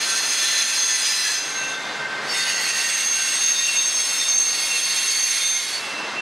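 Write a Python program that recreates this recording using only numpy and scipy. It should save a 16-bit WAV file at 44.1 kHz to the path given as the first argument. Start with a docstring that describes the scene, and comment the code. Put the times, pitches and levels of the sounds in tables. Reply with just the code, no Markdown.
"""Loud steel squeals and gritty flange grinding over the roar of a double-stack freight train rolling through
a curve, heard from the trackside at a crossing in the woods. Friction shapes noise into the ringing modes of the
passing wheels, sinking slightly in pitch; wavering sines are the modes that lock into squeals. Coloured noise
makes the rolling roar, and resonances in noise make the drone of the car bodies. Two small microphones feed
a recorder whose gain control turns everything down when it is loud, so the squeals duck the roar."""
import sys
import numpy as np
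from scipy import signal
from scipy.fft import rfft, irfft, next_fast_len
from scipy.io import wavfile
from scipy.ndimage import map_coordinates

SR = 44100
rng = np.random.default_rng(int(sys.argv[2]) if len(sys.argv) > 2 else 0)


def master(y):
    """Save y as 16-bit WAV."""
    cut = np.clip(np.atleast_2d(y).T, -1, 1)
    pcm = np.round(cut * 32767)  # scale
    wavfile.write(sys.argv[1], SR, pcm.astype(np.int16))


N = 273861
TIME = np.arange(N) / SR   # [s]

# Roar and drone of the cars, swelling as wheels come close: (time [s], relative level [dB])
ROLLING_LEVEL = [(0, -34), (1.2, -38), (1.65, -34.5), (2.1, -36), (2.4, -33), (2.9, -36), (4.65, -36.5),
                 (5.2, -39.5), (5.7, -40), (6.0, -35.5), (6.21, -35.5)]
# Colour of the rolling roar: (frequency [Hz], relative density [dB per Hz])
ROLL_SPECTRUM = [(25, -41), (60, -55), (85, -46), (110, -15), (200, -7.5), (400, -2), (900, 0.5), (1500, 1),
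                 (2200, -4), (3200, -7), (5000, -10.5), (8000, -23), (12000, -41), (16000, -50)]
# Left-right correlation of the broad noise: (frequency [Hz], correlation [0-1])
LIKENESS = [(25, .5), (60, .7), (125, 0.78), (250, 0.96), (1000, 1), (6000, 0.97), (12000, 0.9)]
# Drone of the car bodies: (frequency [Hz], width [Hz], relative level [dB])
BODY_MODES = [(108, 7.8, -26), (218, 10, -16), (277.7, 13, -16)]
# One booming car wall: (frequency [Hz], width [Hz], relative level [dB])
WALL_MODE = (140.6, 16, -21.5)
# Swell of that wall over its own level: (time [s], change [dB])
WALL_BOOM = [(0, -1), (1.4, 0.5), (1.8, 3.5), (2.1, 5.5), (2.6, 10.5), (2.95, 0.5), (6.21, 2.5)]
# Faint hums of bearings and frames: (frequency [Hz], start [s], end [s], level before the gain control [dB])
HUMS = [(862, 0.67, 1.17, -44), (1020, 0.65, 1.2, -42), (1080, 3.03, 5.4, -46), (2080, 5.8, 6.3, -41.5),
        (3950, 5.75, 6.3, -49)]

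# How hard the flanges press on the rail, heard as grinding: (time [s], relative level [dB])
FLANGE_CONTACT = [(0, -19), (.55, -17.5), (1.3, -19.5), (1.45, -27), (1.66, -27.5), (1.85, -35),
                  (2.22, -39.5), (2.26, -31), (2.37, -22), (2.8, -19.5), (3.72, -18.5), (4.1, -21.5),
                  (4.45, -21.5), (5.1, -19.5), (5.5, -20), (5.75, -24), (5.9, -30.5), (6.21, -38.5)]
# Colour of the grinding: (frequency [Hz], relative density [dB per Hz])
GRIND_SPECTRUM = [(600, -31), (1300, -6), (1900, 1.5), (3000, -1.5), (4400, 1), (5500, -4.5), (6350, 0.5),
                  (7400, -10), (8600, -7.5), (10500, -11.5), (12000, -21), (13500, -31), (15000, -27),
                  (16000, -31)]
# Power of the weak modes over that of the plain hiss: (frequency [Hz], ratio [dB])
RINGING = [(1400, -7), (4000, 0), (7000, 3), (10000, 7), (15000, 5)]
# Where the flanges are, positive to the left: (time [s], left minus right [dB])
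BEARING = [(0, -0.6), (1.4, -0.5), (2.2, 0.5), (2.8, -1.7), (3.8, .2), (4.7, -1), (5.6, -2), (6.21, -1.5)]
# Flashes of single modes: (start [s], end [s], frequency [Hz], relative level [dB])
CHIRPS = [(1.245, 1.32, 1700, -26), (2.29, 2.46, 4590, -30), (2.292, 2.427, 5380, -33),
          (5.68, 5.788, 4470, -28)]

# Modes of each wheel: (frequency at mid-pass [Hz], relative level early [dB], relative level late [dB])
FIRST_WHEEL = [(1368, -45, -50), (1775, -39, -39), (1992, -45, -41), (2575, -41, -40), (3210, -46, -40),
               (3424, -39, -38), (3475, -38, -38), (4113, -43, -38), (4297, -35, -40), (4415, -46, -41),
               (4911, -47, -36), (5257, -41, -37), (5567, -46, -44), (5881, -49, -40), (5934, -49, -41),
               (6277, -38, -38), (6804, -48, -41), (7174, -43, -41), (7732, -54, -46), (8108, -50, -51),
               (8170, -46, -56), (8515, -44, -39), (8895, -43, -48), (9162, -46, -48), (9553, -61, -46),
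               (9659, -50, -48), (10144, -50, -53), (10285, -53, -50), (11177, -58, -50), (11433, -56, -58),
               (11866, -58, -59), (11928, -62, -57), (13856, -60, -61), (13924, -65, -57),
               (14966, -69, -62), (15039, -65, -62), (15096, -62, -64), (15192, -69, -61)]
SECOND_WHEEL = [(1844, -40, -40), (1905, -38, -47), (1967, -37, -50), (2046, -41, -51), (2099, -42, -48),
                (2175, -44, -40), (2495, -42, -56), (2658, -40, -44), (2926, -42, -53), (3412, -56, -40),
                (4104, -46, -44), (4254, -41, -42), (4314, -36, -45), (4566, -36, -42), (4650, -41, -48),
                (5330, -42, -47), (5535, -44, -47), (6049, -52, -44), (6103, -47, -42), (6493, -41, -35),
                (6556, -43, -44), (6612, -43, -42), (6956, -46, -50), (7429, -49, -57), (8034, -63, -47),
                (8323, -43, -36), (8561, -48, -43), (8923, -48, -48), (9012, -63, -47), (9465, -49, -54),
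                (10054, -48, -51), (10107, -49, -50), (12116, -55, -52), (12563, -60, -62),
                (13602, -65, -78), (14943, -64, -59)]
THIRD_WHEEL = [(1872, -42, -48), (2162, -41, -41), (2477, -45, -47), (3317, -44, -40), (4091, -44, -44),
               (4326, -38, -35), (4479, -37, -36), (4541, -42, -41), (5510, -45, -45), (6223, -41, -42),
               (6567, -43, -47), (6870, -51, -47), (7387, -47, -46), (7540, -47, -49), (7601, -48, -50),
               (7729, -45, -51), (8442, -47, -42), (8600, -51, -45), (9110, -56, -48), (9270, -55, -50),
               (9477, -54, -48), (9669, -52, -51), (9786, -53, -49), (10003, -53, -48), (10100, -58, -49),
               (10175, -51, -44), (10529, -50, -46), (10661, -50, -48), (10756, -63, -50),
               (10894, -55, -51), (11142, -59, -52), (11684, -55, -52), (11734, -56, -60),
               (11863, -59, -53), (12669, -60, -56), (13488, -63, -64), (13543, -60, -65),
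               (14845, -55, -59), (15409, -61, -69), (15479, -63, -72)]
FAINT_WHEEL = [(1861, -46, -43), (2099, -40, -40), (3373, -47, -55), (3626, -45, -47), (4030, -41, -55),
               (6125, -49, -67), (6267, -45, -63), (6323, -45, -64), (7604, -52, -62)]
# Wheels going by: (modes [table], start [s], end [s], fade [s], relative level [dB])
PASSES = [(FIRST_WHEEL, -.2, 1.405, 0.27, 5.4), (FAINT_WHEEL, 1.45, 2.26, 0.22, -0.45),
          (SECOND_WHEEL, 2.32, 3.4, 0.085, 4.9), (THIRD_WHEEL, 3.34, 5.66, 0.36, 5.8)]

# Modes that stick-slip can lock, by name:
# (frequency at the first listed start [Hz], sag [Hz per s], rms waver [Hz], rms flutter [dB])
SQUEAL_MODES = {"first scream": (6395, 2, 4.5, 2), "upper ring": (6216, 18, 4.3, 3),
                "lower ring": (6150, 24, 4.3, 3), "cry": (4076, 16, 3, 2), "high cry": (4985, 23, 3, 2),
                "whine": (1555, 1, 3, 2), "far howl": (2686, 0, 4, 2), "low cry": (3475, 30, 8, 3),
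                "far shriek": (3628, 0, 4, 3), "moan": (1852, 10, 8, 2.5), "sing": (4578, 20, 10, 3),
                "scream": (6416, 35, 7, 2.2), "howl": (2740, 7, 13, 3.2), "shriek": (3656, 12, 12, 3.2),
                "keen": (5332, 21, 4.3, 3), "whistle": (8535, 34, 12, 3)}
# Long holds and the louder bursts within them: (mode [name], start [s], end [s], relative level [dB])
SQUEALS = [("first scream", 0, 1.1, -25), ("first scream", .77, .94, -20.5),
           ("first scream", 1.25, 1.694, -31), ("upper ring", .2, 0.72, -26.5),
           ("lower ring", .76, 1.4, -25.5), ("cry", 0, 1.38, -33.5), ("cry", 0.45, 0.61, -22.5),
           ("cry", 1.1, 1.26, -26.5), ("high cry", 0, 1.33, -33.5), ("high cry", 1.02, 1.2, -24.5),
           ("low cry", 0.394, .6, -28.5), ("far shriek", 1.66, 1.9, -41.5), ("whine", 0, 3, -38),
           ("whine", 0.053, 0.15, -29.5), ("whine", 1.58, 1.75, -31.5), ("whine", 1.99, 2.135, -31.5),
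           ("whine", 2.36, 2.53, -30.5), ("whine", 2.76, 2.87, -34), ("whine", 3.16, 3.26, -29.5),
           ("far howl", 0, 1.435, -34.5), ("far howl", 1.58, 1.686, -30.5), ("far howl", 1.94, 2.1, -41),
           ("far howl", 5.79, 6.04, -32.5), ("far howl", 6.16, 6.25, -29), ("scream", 2.35, 2.92, -28),
           ("scream", 2.93, 5.55, -23), ("scream", 3.06, 3.13, -16), ("scream", 3.38, 3.66, -20),
           ("scream", 3.76, 3.87, -13.5), ("scream", 3.95, 4.07, -16.5), ("scream", 4.28, 4.5, -14),
           ("scream", 5.2, 5.24, -17.5), ("scream", 5.44, 5.55, -18.5), ("howl", 2.32, 5.5, -33.5),
           ("howl", 2.5, 2.554, -27), ("howl", 3.63, 3.72, -24.5), ("howl", 3.733, 3.78, -22.5),
           ("howl", 4.7, 4.8, -27), ("howl", 2.72, 3.04, -32), ("howl", 3.15, 3.5, -30),
           ("howl", 4.98, 5.03, -27.5), ("shriek", 3.36, 3.46, -28), ("shriek", 2.34, 2.44, -26.5),
           ("shriek", 3.35, 5.62, -33), ("shriek", 3.55, 3.64, -23.5), ("shriek", 3.78, 3.81, -22),
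           ("shriek", 4.2, 4.29, -26), ("shriek", 5.41, 5.49, -23), ("moan", 2.68, 3.0, -35),
           ("sing", 2.5, 5.45, -35), ("sing", 5.08, 5.18, -27), ("keen", 3.45, 5.4, -36),
           ("keen", 3.97, 4.28, -29.5), ("whistle", 3.67, 5.5, -35), ("whistle", 3.82, 4.45, -31.5)]

DOPPLER_FALL = .0055   # share of the pitch lost per second
FULL_GRIND_DB, TREBLE_GROWTH = -20, 1.38   # firm contact; dB of treble gained per dB of contact
SQUEAL_ATTACK_S, SQUEAL_RELEASE_DB_PER_S = 0.034, 165
AGC_THRESHOLD_DB, AGC_SHARE, AGC_TIME_S = -28, .44, 0.031   # the share is of the excess in dB
CUTOFF_HZ = 15700


def from_db(db):
    """Decibels to amplitude gain."""
    return 10 ** (np.asarray(db) / 20)


def rms_one(x):
    """Scale to unit power."""
    return x / np.sqrt(np.mean(x ** 2) + 1e-20)


def in_time(rows):
    """The columns of a time curve, read at every sample."""
    s, *columns = np.transpose(rows)
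    return [np.interp(TIME, s, column) for column in columns]


def at_hz(points, hz):
    """Read a frequency curve on a logarithmic axis."""
    curve_hz, values = np.array(points).T
    return np.interp(np.log(hz + 1e-3), np.log(curve_hz), values)


def gate(start, end, fade):
    """One between two times, with straight edges that are half open at those times."""
    return np.clip(np.minimum(TIME - start, end - TIME) / fade + .5, 0, 1)


def drift(rate):
    """Slow random wandering of spread 1: noise twice through a one-pole low-pass at rate [Hz]."""
    r = np.exp(-40 * np.pi * rate / SR)   # drawn at a twentieth of the sample rate
    noise = rng.standard_normal(N // 20 + 2002)
    slow = signal.lfilter([1], [1, -2 * r, r * r], noise)[2000:]   # drop the run-in
    return np.interp(np.arange(N) / 20, np.arange(len(slow)), rms_one(slow))


def resonate(x, hz, width_hz):
    """A two-pole resonance, brought to unit power."""
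    r = np.exp(-np.pi * width_hz / SR)
    poles = [1, -2 * r * np.cos(2 * np.pi * hz / SR), r * r]
    return rms_one(signal.lfilter([1, 0, -1], poles, x))


def sing(friction, hz, width_hz):
    """A lightly damped mode kept ringing by a noisy force: a narrow line with steep skirts."""
    return resonate(resonate(friction, hz, width_hz), hz, 5 * width_hz)


def sides(hz, spread_db):
    """A mode radiates in lobes: the higher it is, the more the sides differ (rms spread_db at 10 kHz)."""
    difference_db = spread_db * hz / 10000 * rng.standard_normal()
    return from_db(difference_db * np.array([[.5], [-.5]]))


def coloured_noise(spectrum):
    """Stereo noise of a given spectrum and left-right correlation, at unit power."""
    size = next_fast_len(N, True)
    hz = np.arange(size // 2 + 1) * SR / size
    mid, side = rfft(rng.standard_normal((2, size))) * from_db(at_hz(spectrum, hz))
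    alike = np.clip(at_hz(LIKENESS, hz), 0, 1)
    both = np.sqrt(1 + alike) * mid + np.sqrt(1 - alike) * side * [[1], [-1]]
    return rms_one(irfft(both, size)[:, :N])


def doppler(x):
    """Ever slower reading of both sides: the pitch sinks steadily, and is true at the middle of the scene."""
    emitted = TIME + DOPPLER_FALL * TIME * (TIME[-1] - TIME) / 2
    return np.array([map_coordinates(side, [emitted * SR], order=3, mode="nearest") for side in x])


def rolling(level_db, drone_db, lump_db):
    """Rough treads on rough rail roar, and shake the car bodies into resonance."""
    shaking = rng.standard_normal(N)
    drone = sum(from_db(db) * sing(shaking, hz, width) for hz, width, db in BODY_MODES)
    hz, width, db = WALL_MODE
    drone = drone + from_db(db + in_time(WALL_BOOM)[0]) * sing(shaking, hz, width)
    roar = from_db(level_db + lump_db * drift(4.6)) * coloured_noise(ROLL_SPECTRUM)
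    hums = sum(from_db(db) * gate(start, end, 0.13) * resonate(shaking, hz, 11.0)
               for hz, start, end, db in HUMS)
    return from_db(in_time(ROLLING_LEVEL)[0]) * (roar + from_db(drone_db) * drone) + hums


def grinding(level_db, treble_db, split_hz, ring_width_hz, flare_db, count):
    """Flange friction hisses, partly through weak modes that flare and fade; harder contact is brighter."""
    friction, thicket = rng.standard_normal(N), 0
    pitches = np.linspace(1400, 15500, count) + rng.uniform(-64.0, 70.5, count)
    gains = from_db(at_hz(GRIND_SPECTRUM, pitches))
    ringing_share = 1 / (1 + from_db(-2 * at_hz(RINGING, pitches)))   # share of the power
    mode_gains = gains * np.sqrt(ringing_share) / np.linalg.norm(gains)
    for hz, gain in zip(pitches, mode_gains):
        lobes = sides(hz, 2.5)
        flaring = sing(friction, hz, ring_width_hz) * from_db(flare_db * drift(1.87))
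        thicket = thicket + gain * lobes * rms_one(flaring)

    # The plain hiss takes the power that the modes leave
    plain_spectrum = [(hz, db - 10 * np.log10(1 + from_db(2 * at_hz(RINGING, hz))))
                      for hz, db in GRIND_SPECTRUM]
    plain_gain = np.sqrt(np.average(1 - ringing_share, weights=gains ** 2))
    sound = plain_gain * coloured_noise(plain_spectrum) + doppler(thicket)

    def band(kind):
        """One half of the crossover: a second-order filter applied twice."""
        once = signal.butter(2, split_hz, kind, fs=SR, output="sos")
        return signal.sosfilt(np.tile(once, (2, 1)), sound)

    contact_db, = in_time(FLANGE_CONTACT)
    high_db = treble_db + TREBLE_GROWTH * (contact_db - FULL_GRIND_DB)
    return from_db(contact_db + level_db) * band("low") + from_db(high_db) * band("high")


def chirps(flutter_db):
    """As a flange bites or lets go, single modes flash up for a moment."""
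    friction = rng.standard_normal(N)
    flashes = sum(from_db(db) * gate(start, end, 0.039) * sing(friction, hz, 30.)
                  for start, end, hz, db in CHIRPS)
    return flashes * from_db(flutter_db * drift(11))


def wheel(modes, start, end, fade, level_db, width_hz, lobes_db, flare_db):
    """Friction rings all modes of a wheel; as the contact point wanders, their balance changes."""
    friction, early, late = rng.standard_normal(N), 0, 0
    shift = 1 + DOPPLER_FALL * (start + end - TIME[-1]) / 2   # puts the listed pitch at mid-pass
    for hz, early_db, late_db in modes:
        lobes = sides(hz, lobes_db)
        flaring = sing(friction, hz * shift, width_hz) * from_db(flare_db * drift(3.1))
        ringing = lobes * rms_one(flaring)
        early = early + from_db(early_db) * ringing
        late = late + from_db(late_db) * ringing
    # The balance moves over the middle half of the pass
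    progress = np.clip(2 * (TIME - start) / (end - start) - .5, 0, 1)
    return from_db(level_db) * gate(start, end, fade) * doppler(early + progress * (late - early))


def locked(start, end):
    """A squeal builds up quickly, holds, and rings down once the lock is lost."""
    attack = np.clip((TIME - start) / SQUEAL_ATTACK_S + .5, 0, 1)
    return attack * from_db(-SQUEAL_RELEASE_DB_PER_S * np.maximum(TIME - end, 0))


def squeal(mode, level_db, swell_db, rasp):
    """A self-excited mode: a sinking, wavering, fluttering sine with a noise skirt from uneven slipping."""
    hz, sag, waver_hz, flutter_db = SQUEAL_MODES[mode]
    rows = [row for name, *row in SQUEALS if name == mode]
    envelope = np.sqrt(sum((from_db(db) * locked(start, end)) ** 2 for start, end, db in rows))
    pitch = hz - sag * (TIME - rows[0][0]) + waver_hz * drift(24.6)
    phase = 2 * np.pi * np.cumsum(pitch) / SR
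    tone = (1 + rasp * drift(110)) * np.sin(phase) + rasp * drift(140) * np.cos(phase)
    unsteady_db = flutter_db * drift(38) + swell_db * drift(7.1)
    return from_db(level_db) * envelope * rms_one(tone * from_db(unsteady_db))


def scene():
    """Squeals and grinding come from the passing wheels, the roar from the whole train."""
    wheels = sum(wheel(*passing, width_hz=16.5, lobes_db=1.0, flare_db=1.5) for passing in PASSES)
    squeals = sum(squeal(mode, level_db=1.16, swell_db=1.1, rasp=.21) for mode in SQUEAL_MODES)
    hiss = grinding(level_db=-2.9, treble_db=-20.5, split_hz=6500,
                    ring_width_hz=23.0, flare_db=3.8, count=76)
    bite = from_db(0.94 * drift(13.3))   # the flanges bite unevenly
    flanges = bite * (hiss + from_db(1.0) * wheels) + squeals + chirps(flutter_db=2.0)
    placed = flanges * from_db(in_time(BEARING)[0] * [[.5], [-.5]])
    return placed + rolling(level_db=5., drone_db=-3.0, lump_db=0.77)


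def gain_control(x):
    """The recorder follows the mean power of both sides and turns them down together when it is loud."""
    power, keep = np.mean(x ** 2, axis=0), np.exp(-1 / (AGC_TIME_S * SR))
    settled = [power[:SR // 20].mean()]   # starts near the opening level
    followed, _ = signal.lfilter([1 - keep], [1, -keep], power, zi=settled)
    excess_db = np.maximum(10 * np.log10(followed) - AGC_THRESHOLD_DB, 0)
    return x * from_db(-AGC_SHARE * excess_db)


def record(dry):
    """Small microphones thin the deep bass, the right one brighter; gain control, then a steep top cut."""
    thin = signal.sosfilt(signal.butter(2, 62., "high", fs=SR, output="sos"), dry)
    treble = signal.sosfilt(signal.butter(1, 14000, "high", fs=SR, output="sos"), thin)
    picked_up = gain_control(thin + 0.18 * treble * [[-1], [1]])
    faded = picked_up * gate(.002, TIME[-1] - .002, .004)
    return signal.sosfilt(signal.ellip(10, .1, 80, CUTOFF_HZ, fs=SR, output="sos"), faded)


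dry = scene()
out = record(dry)
master(out)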